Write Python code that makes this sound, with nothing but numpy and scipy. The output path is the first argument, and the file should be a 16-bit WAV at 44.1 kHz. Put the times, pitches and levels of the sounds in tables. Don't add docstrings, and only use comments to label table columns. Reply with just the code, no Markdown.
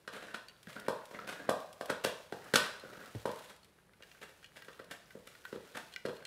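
import sys
import numpy as np
from scipy import signal
from scipy.fft import rfft, irfft
from scipy.io import wavfile

SR = 44100
rng = np.random.default_rng(int(sys.argv[2]) if len(sys.argv) > 2 else 0)


def transcribe(signal):
    frames = np.atleast_2d(signal).T
    limited = np.clip(frames, -1, 1)
    pcm = np.round(limited * 32767).astype(np.int16)
    wavfile.write(sys.argv[1], SR, pcm)


N = 276066
HIT = 4096


def undb(db):
    return 10 ** (np.asarray(db) / 20)


def blow(x):
    return x * np.sqrt(SR / 200 / np.sum(x ** 2))


def add(track, start_s, x):
    i = int(np.clip(start_s * SR, 0, N - 1))
    track[i:i + len(x)] += x[:N - i]


def highpass(x, order, cutoff_hz):
    return signal.sosfilt(signal.butter(order, cutoff_hz, "high", fs=SR, output="sos"), x)


def along(points, hz):
    point_hz, value = np.transpose(points)
    return np.interp(np.log(hz + 1), np.log(point_hz), value)


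def colour(x, points, tilt_db=0):
    hz = np.fft.rfftfreq(HIT, 1 / SR)
    octaves = np.log2(np.maximum(hz, 300) / 2000)
    gain = undb(along(points, hz) + tilt_db * octaves)
    cepstrum = irfft(np.log(gain))
    cepstrum[1:HIT // 2] *= 2
    cepstrum[HIT // 2:] = 0
    response = irfft(np.exp(rfft(cepstrum)))
    return signal.fftconvolve(x, response / np.linalg.norm(response))[:len(x)]


def ring(modes, scatter=0.0137):
    t = np.arange(HIT) / SR
    out = np.zeros(HIT)
    for k, (hz, t60_s, level_db) in enumerate(modes):
        detuned_hz = hz * (1 + scatter * rng.standard_normal())
        out += (-1) ** k * undb(level_db - 60 * t / t60_s) * np.sin(2 * np.pi * detuned_hz * t)
    return out


def grit(count, per_s, spread_db):
    excess = np.minimum(rng.exponential(size=count), 3)
    sizes = undb(spread_db * excess) * rng.choice([-1, 1], count)
    x = sizes * (rng.random(count) < per_s / SR)
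    return x / (x.std() + 1e-9)


def wander(n, points_per_s):
    values = rng.standard_normal(1024).clip(-2, 2)
    return np.interp(np.arange(n) / SR * points_per_s, np.arange(1024), values)


# freq_hz, density_db (per Hz)
SPLINTER_COLOUR = [(80, -82.5), (300, -4.5), (1200, 10), (2300, 2.5), (3300, 4.5), (4300, -2.5),
                   (5300, -3.5), (6500, -12.5), (7800, -10), (11000, -14.5), (15500, -28.5)]


def snap(fall_s, tilt_db):
    decay = np.exp(-np.arange(HIT) / SR / fall_s)
    return blow(colour(grit(HIT, per_s=13000, spread_db=20.5) * decay, SPLINTER_COLOUR, tilt_db))


# start_s, thud_db, contact_cutoff_hz, tooth_db, body_pitch_hz
BITES = [(0.0768, -44.5, 900, -41, 510), (0.3443, -46, 1100, -39, 606), (0.883, -26, 990, -37, 519),
         (1.111, -46, 1160, -53, 550), (1.4907, -22.5, 1110, -32.5, 579), (1.81, -35, 1200, -42.5, 582),
         (1.9003, -31.5, 790, -35.5, 495), (2.048, -27, 860, -38.5, 504), (2.324, -35, 740, -44, 417),
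         (2.5379, -24, 720, -24.5, 487), (2.836, -45.5, 600, -70, 524), (2.93, -48.5, 597, -68, 504),
         (3.149, -45.5, 720, -54, 484), (3.255, -28, 1060, -41.5, 503), (3.29, -37, 603, -47.5, 490),
         (4.005, -56, 820, -66, 530), (4.683, -49, 580, -48.5, 505), (4.797, -45, 647, -51, 510),
         (5.1519, -43, 520, -63.5, 490), (5.527, -37, 510, -47.5, 480), (5.558, -39.5, 526, -53, 456),
         (6.052, -31, 598, -41, 520), (6.085, -36, 595, -48, 468), (6.093, -40.5, 564, -47.5, 450)]
# start_s, splinter_db, tooth_db, shaft_db, splinter_fall_s
CRACKS = [(2.0483, -32, -36, -56, 0.0011), (2.557, -20.5, -23, -22, 0.0066)]
# freq_hz, t60_s, level_db
BONE_MODES = [(226, 0.017, -11.5), (395, 0.0089, -1), (554, 0.0088, 1), (726, 0.009, -8),
              (888, 0.012, -9.5), (1070, 0.013, -8), (1360, 0.0037, -11)]
BONE_HZ = 520.7
# freq_hz, t60_s, level_db
TOOTH_MODES = [(1397, 0.022, 9.5), (1562, 0.047, 6.5), (1883, 0.027, 5), (2360, 0.02, -5),
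               (2840, 0.053, -11.5), (3244, 0.023, -10.5), (4130, 0.034, -6)]
# freq_hz, t60_s, level_db
SHAFT_MODES = [(3130, 0.043, -6), (3540, 0.014, 2), (4380, 0.048, -5.5), (6160, 0.01, -5),
               (6580, 0.02, -5.5)]
SPLINTER_RE_TOOTH_DB, SPLINTER_FALL_S = -3.5, 0.0083
BITE_TILT_DB_PER_OCT, CRACK_TILT_DB_PER_OCT = 5.5, 3.34
HARD_TILT_DB, FORCE_TILT_DB = 3, 0.18


def bone_thud(contact_cutoff_hz, body_pitch_hz):
    modes = [(hz * body_pitch_hz / BONE_HZ, t60_s, db) for hz, t60_s, db in BONE_MODES]
    cushion = signal.butter(4, contact_cutoff_hz, fs=SR, output="sos")
    thud = signal.sosfilt(cushion, ring(modes, scatter=0.033))
    return blow(highpass(thud, 2, 140))


def bites():
    thuds, teeth, splinters, spray = np.zeros((4, N))
    contacts = []
    for start_s, splinter_db, tooth_db, shaft_db, fall_s in CRACKS:
        add(splinters, start_s, undb(shaft_db) * blow(ring(SHAFT_MODES, scatter=0.0062)))
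        contacts.append((start_s, tooth_db, splinter_db, CRACK_TILT_DB_PER_OCT, fall_s))
    for start_s, thud_db, cutoff_hz, tooth_db, body_pitch_hz in BITES:
        add(thuds, start_s - .0006, undb(thud_db) * bone_thud(cutoff_hz, body_pitch_hz))
        hardness_db = HARD_TILT_DB * np.log2(cutoff_hz / 850)
        force_db = FORCE_TILT_DB * (thud_db + 20.0)
        tilt_db = BITE_TILT_DB_PER_OCT + hardness_db + force_db
        contacts.append((start_s, tooth_db, tooth_db + SPLINTER_RE_TOOTH_DB, tilt_db, SPLINTER_FALL_S))
    for start_s, tooth_db, splinter_db, tilt_db, fall_s in contacts:
        add(teeth, start_s, undb(tooth_db) * blow(ring(TOOTH_MODES, scatter=0.028)))
        add(splinters, start_s, undb(splinter_db) * snap(fall_s, tilt_db))
        smooth = colour(signal.unit_impulse(HIT), SPLINTER_COLOUR, tilt_db - .3)
        add(spray, start_s, undb(splinter_db) * blow(smooth))
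    return thuds, teeth, splinters, spray


def swell(rise_s, fall_s):
    t = np.arange(-2 * rise_s, 5 * fall_s, 1 / SR)
    return np.where(t < 0, np.exp(-(t / rise_s) ** 2), np.exp(-np.abs(t) / fall_s))


# freq_hz, density_db (per Hz)
GRIND_COLOUR = [(60, -12), (200, 7.5), (330, 2.5), (530, 9.5), (800, -1.5), (1150, -2.5), (1650, 0),
                (2300, -5.5), (3500, -8), (5500, -18), (10500, -23), (15500, -35)]
CATCHES_PER_S, CATCH_DETUNING, CATCH_SPREAD_DB = 460, 0.089, 12.5
CATCH_CYCLES = 34


def scrape(pressure, tilt_db):
    n = len(pressure)
    grip = pressure * undb(5.1 * wander(n, 130.6))
    rasp = colour(grip * grit(n, per_s=2200, spread_db=4.0), GRIND_COLOUR, tilt_db)
    catches = np.zeros(n + HIT)
    for when, which, size in rng.random((int(CATCHES_PER_S * n / SR) + 1, 3)):
        i = int(when * n)
        hz, _, mode_db = TOOTH_MODES[int(which * len(TOOTH_MODES))]
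        tone = ring([(hz, CATCH_CYCLES / hz, mode_db * 1.2)], CATCH_DETUNING)
        catches[i:i + HIT] += grip[i] * undb(CATCH_SPREAD_DB * size) * tone
    stroke = blow(rasp) + undb(-2.5 - tilt_db) * blow(catches[:n])
    return stroke * np.linalg.norm(pressure) / np.linalg.norm(stroke)


# start_s, length_s (before release), level_db, tilt_db_per_oct
GRINDS = [(0.113, 0.029, -46, 2), (0.201, 0.089, -52.5, 1), (0.677, 0.064, -54.5, 3),
          (0.747, 0.035, -48, -3), (0.828, 0.15, -57.5, -1), (1.132, 0.11, -49, -2),
          (1.269, 0.027, -42, 2.24), (1.326, 0.16, -53, -1.5), (2.371, 0.22, -58, -1),
          (2.822, 0.24, -55.5, -1.5), (3.269, 0.2, -59.5, 4.5), (4.731, 0.3, -69.5, -0.5),
          (5.528, 0.15, -65.5, 3.5), (6.188, 0.027, -58, -1)]
# peak_s, length_s (rise + fall constants), level_db, tilt_db_per_oct
SKIDS = [(0.348, 0.012, -40, 1), (1.9, 0.018, -32.5, 0.5), (2.047, 0.0091, -29.5, 3.5),
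         (3.506, 0.03, -52.5, 3), (4.231, 0.018, -45, 2.5), (4.299, .02, -57, 3), (4.57, 0.017, -49, 3),
         (4.92, .023, -43, 3), (5.275, 0.0081, -47, 4.5), (5.757, 0.014, -41.5, 1.5),
         (5.779, 0.023, -40.5, 2.5)]
GRIND_ATTACK_S, GRIND_RELEASE_S = 0.014, .04
SKID_RISE_SHARE = 0.61
CRUMBLE_START_S, CRUMBLE_FALL_S, CRUMBLE_DB = 2.557, 0.085, -40


def scrapes():
    out = np.zeros(N)
    for start_s, length_s, level_db, tilt_db in GRINDS:
        t = np.arange(0, length_s + 5 * GRIND_RELEASE_S, 1 / SR)
        release = np.exp(-np.maximum(t - length_s, 0) / GRIND_RELEASE_S)
        pressure = np.minimum(t / GRIND_ATTACK_S, 1) * release
        add(out, start_s, undb(level_db) * scrape(pressure, tilt_db))
    for peak_s, length_s, level_db, tilt_db in SKIDS:
        rise_s = length_s * SKID_RISE_SHARE
        pressure = swell(rise_s, length_s - rise_s)
        add(out, peak_s - 2 * rise_s, undb(level_db) * scrape(pressure, tilt_db))
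    crumble = scrape(swell(0.0014, CRUMBLE_FALL_S), tilt_db=2.5)
    add(out, CRUMBLE_START_S, undb(CRUMBLE_DB) * crumble)
    return out


# start_s, level_db, pitch_hz
CLICKS = [(0.278, -64, 1400), (0.356, -52, 2300), (0.484, -50, 3960), (0.495, -58, 2680),
          (.67, -49.5, 1500), (0.763, -53, 1570), (0.794, -50, 1390), (0.864, -50, 1300), (1.19, -49, 1450),
          (2.483, -54, 1330), (2.797, -53, 4023), (2.933, -53, 1740), (3.124, -68, 3650),
          (3.631, -62.5, 4140), (3.7867, -64.5, 1434), (3.934, -62, 1790), (4.023, -53, 2830),
          (4.032, -52.5, 2150), (4.1144, -55.5, 2660), (4.148, -58, 1550), (4.428, -58, 1500),
          (4.434, -64, 3200), (4.4437, -50, 2620), (4.46, -59, 3100), (4.621, -48.5, 1760),
          (4.646, -54, 1630), (4.688, -73, 1530), (4.731, -59, 3080), (4.792, -51, 1460),
          (5.106, -52, 1800), (5.35, -54, 1800), (5.44, -60, 1440), (5.4514, -42, 1510), (5.659, -66, 1590),
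          (5.926, -57, 3440), (5.938, -50.5, 3430), (5.961, -39.5, 2140), (6.0614, -48.5, 4480),
          (6.166, -57.5, 3650), (6.226, -65, 3960), (6.252, -43.5, 3600)]
# ratio (multiple of the tap's pitch), level_db
MOUTH_GAP = [(.2, -31), (.6, -4), (1, 4), (1.4, -4), (2.4, -3.5), (4, -20), (8, -18)]
SKITTER_LENGTH_S, SKITTER_RE_RING_DB = 0.0048, -4.5


def clicks():
    out, t = np.zeros(N), np.arange(HIT) / SR
    for start_s, level_db, pitch_hz in CLICKS:
        modes = []
        for hz, t60_s, mode_db in TOOTH_MODES:
            octaves_off = abs(np.log2(hz / pitch_hz))
            modes.append((hz, t60_s * 1.6, mode_db * 0.3 - 15 * octaves_off))
        tick = highpass(ring(modes, scatter=0.036), 2, 1100)
        contact = grit(HIT, per_s=8300, spread_db=7.5) * np.exp(-(t / SKITTER_LENGTH_S) ** 2)
        gap = [(ratio * pitch_hz, gap_db) for ratio, gap_db in MOUTH_GAP]
        skitter = blow(colour(contact, gap))
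        add(out, start_s, undb(level_db) * (blow(tick) + undb(SKITTER_RE_RING_DB) * skitter))
    return out


# start_s, level_db
SMACKS = [(0.63, -56), (1.9018, -42), (0.798, -51), (1.055, -53.5), (1.604, -55.5), (1.726, -53),
          (1.8576, -48.5), (2.309, -75), (2.443, -58), (3.0587, -55.5), (3.314, -51), (3.562, -60.5),
          (3.154, -59), (3.645, -61), (4.648, -61), (4.841, -61)]
SMACK_TILT_DB_PER_OCT = 7


def smacks():
    out = np.zeros(N)
    for start_s, level_db in SMACKS:
        add(out, start_s, undb(level_db) * snap(0.005, SMACK_TILT_DB_PER_OCT))
    return out


# start_s, level_db, ref_pitch_hz (glides from 1.22 times this towards 0.42)
BUMPS = [(0.673, -44, 200), (2.558, -32.5, 272), (3.15, -38, 194), (3.157, -32.5, 130)]


def bumps():
    out, t = np.zeros(N), np.arange(HIT) / SR
    for start_s, level_db, ref_pitch_hz in BUMPS:
        pitch_hz = ref_pitch_hz * (0.42 + 0.8 * np.exp(-t / 0.018))
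        phase = 2 * np.pi * np.cumsum(pitch_hz) / SR
        body = np.exp(-t / 0.012) * np.sin(phase)
        overtone = 0.4 * np.exp(-t / 0.0078) * np.sin(2.13 * phase)
        add(out, start_s, undb(level_db) * blow(body + overtone))
    return out


def saliva(count=260):
    out = np.zeros(N)
    starts_s, lengths_s, stroke_db = np.transpose([row[:3] for row in GRINDS + SKIDS])
    for when, pitch, size in rng.random((count, 3)):
        start_s, hz = when * N / SR, 1300 * 2 ** (2.0 * pitch)
        away_s = np.abs(start_s - np.clip(start_s, starts_s, starts_s + lengths_s))
        work_db = np.max(np.minimum(stroke_db - 8.5, -48) - 400 * away_s).clip(-64)
        level_db = work_db - 13 + 16.3 * size ** 2 - 8 * pitch
        pop = ring([(hz, .004, 0), (hz * 1.2, .003, -3)])
        add(out, start_s, undb(level_db) * blow(pop))
    return out


# freq_hz, density_db (per Hz)
TONGUE_COLOUR = [(100, -15), (450, -2), (900, -7.5), (1600, -5), (3400, -7.5), (6500, -12.5),
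                 (15500, -18.5)]
# time_s, level_db
TONGUE_LEVEL = [(0, -69.5), (.3, -68), (3.4, -61.5), (3.75, -77), (4.101, -67.5), (4.5, -68), (6.2, -62.5)]
TONGUE_MOVES_PER_S, TONGUE_SWING_DB = 14, 3


def tongue():
    swing = undb(TONGUE_SWING_DB * wander(N, TONGUE_MOVES_PER_S))
    rub = grit(N, per_s=2500, spread_db=3.0) * swing
    level_db = np.interp(np.arange(N) / SR, *np.transpose(TONGUE_LEVEL))
    return undb(level_db) * colour(rub / rub.std(), TONGUE_COLOUR)


# freq_hz, t60_s
KITCHEN_T60 = [(100, 0.51), (300, 0.18), (570, 0.56), (900, 0.68), (1840, 0.5), (4850, 0.55), (12800, 0.34)]
REFLECTION_GAP_S, REFLECTION_RISE_S = 0.003, 0.01


def kitchen(x):
    t = np.arange(SR) / SR
    density = np.clip(0.23 + (t / .02) ** 2, 0, 1)
    echoes = rng.choice([-1, 1], SR) * (rng.random(SR) < density) / np.sqrt(density)
    onset = np.clip((t - REFLECTION_GAP_S) / REFLECTION_RISE_S, 0, 1)
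    echoes *= onset * (1 + 0.8 * np.exp(-t / 0.034))
    hz, _, frames = signal.stft(echoes, SR, nperseg=256)
    age_s = np.linspace(0, 1, frames.shape[1])
    decay_db = -60 * age_s / along(KITCHEN_T60, hz)[:, None]
    tail = signal.istft(frames * undb(decay_db), SR)[1]
    return signal.fftconvolve(x, tail / np.linalg.norm(tail))[:N]


# freq_hz, density_db (per Hz)
HUSH_COLOUR = [(15, -48), (25, 4), (86, -0.5), (193, 1), (260, -9), (421, -3.5), (741, -11.5),
               (1800, -14.5), (3170, -23), (7300, -30.5), (10100, -22), (15500, -36.5)]
HUSH_DB = -67.5


def hush():
    return undb(HUSH_DB) * colour(rng.standard_normal(N), HUSH_COLOUR)


MOUTH_ROOM_DB = -11.5


def scene():
    thuds, teeth, splinters, spray = bites()
    grinding = scrapes()
    mouth = clicks() + smacks() + saliva() + tongue()
    low = bumps()
    room = kitchen(undb(-1.0) * thuds + undb(-4.0) * teeth + undb(-3.0) * spray + undb(-14) * low)
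    room += kitchen(undb(MOUTH_ROOM_DB) * mouth + undb(-4.0) * grinding)
    return (thuds + teeth + splinters + mouth + grinding + low + room + hush())[None]


TOP_HZ = 15600


def record(dry):
    dry = highpass(dry, 2, 60)
    return signal.sosfilt(signal.ellip(10, .2, 80, TOP_HZ, fs=SR, output="sos"), dry)


dry = scene()
out = record(dry)
transcribe(out)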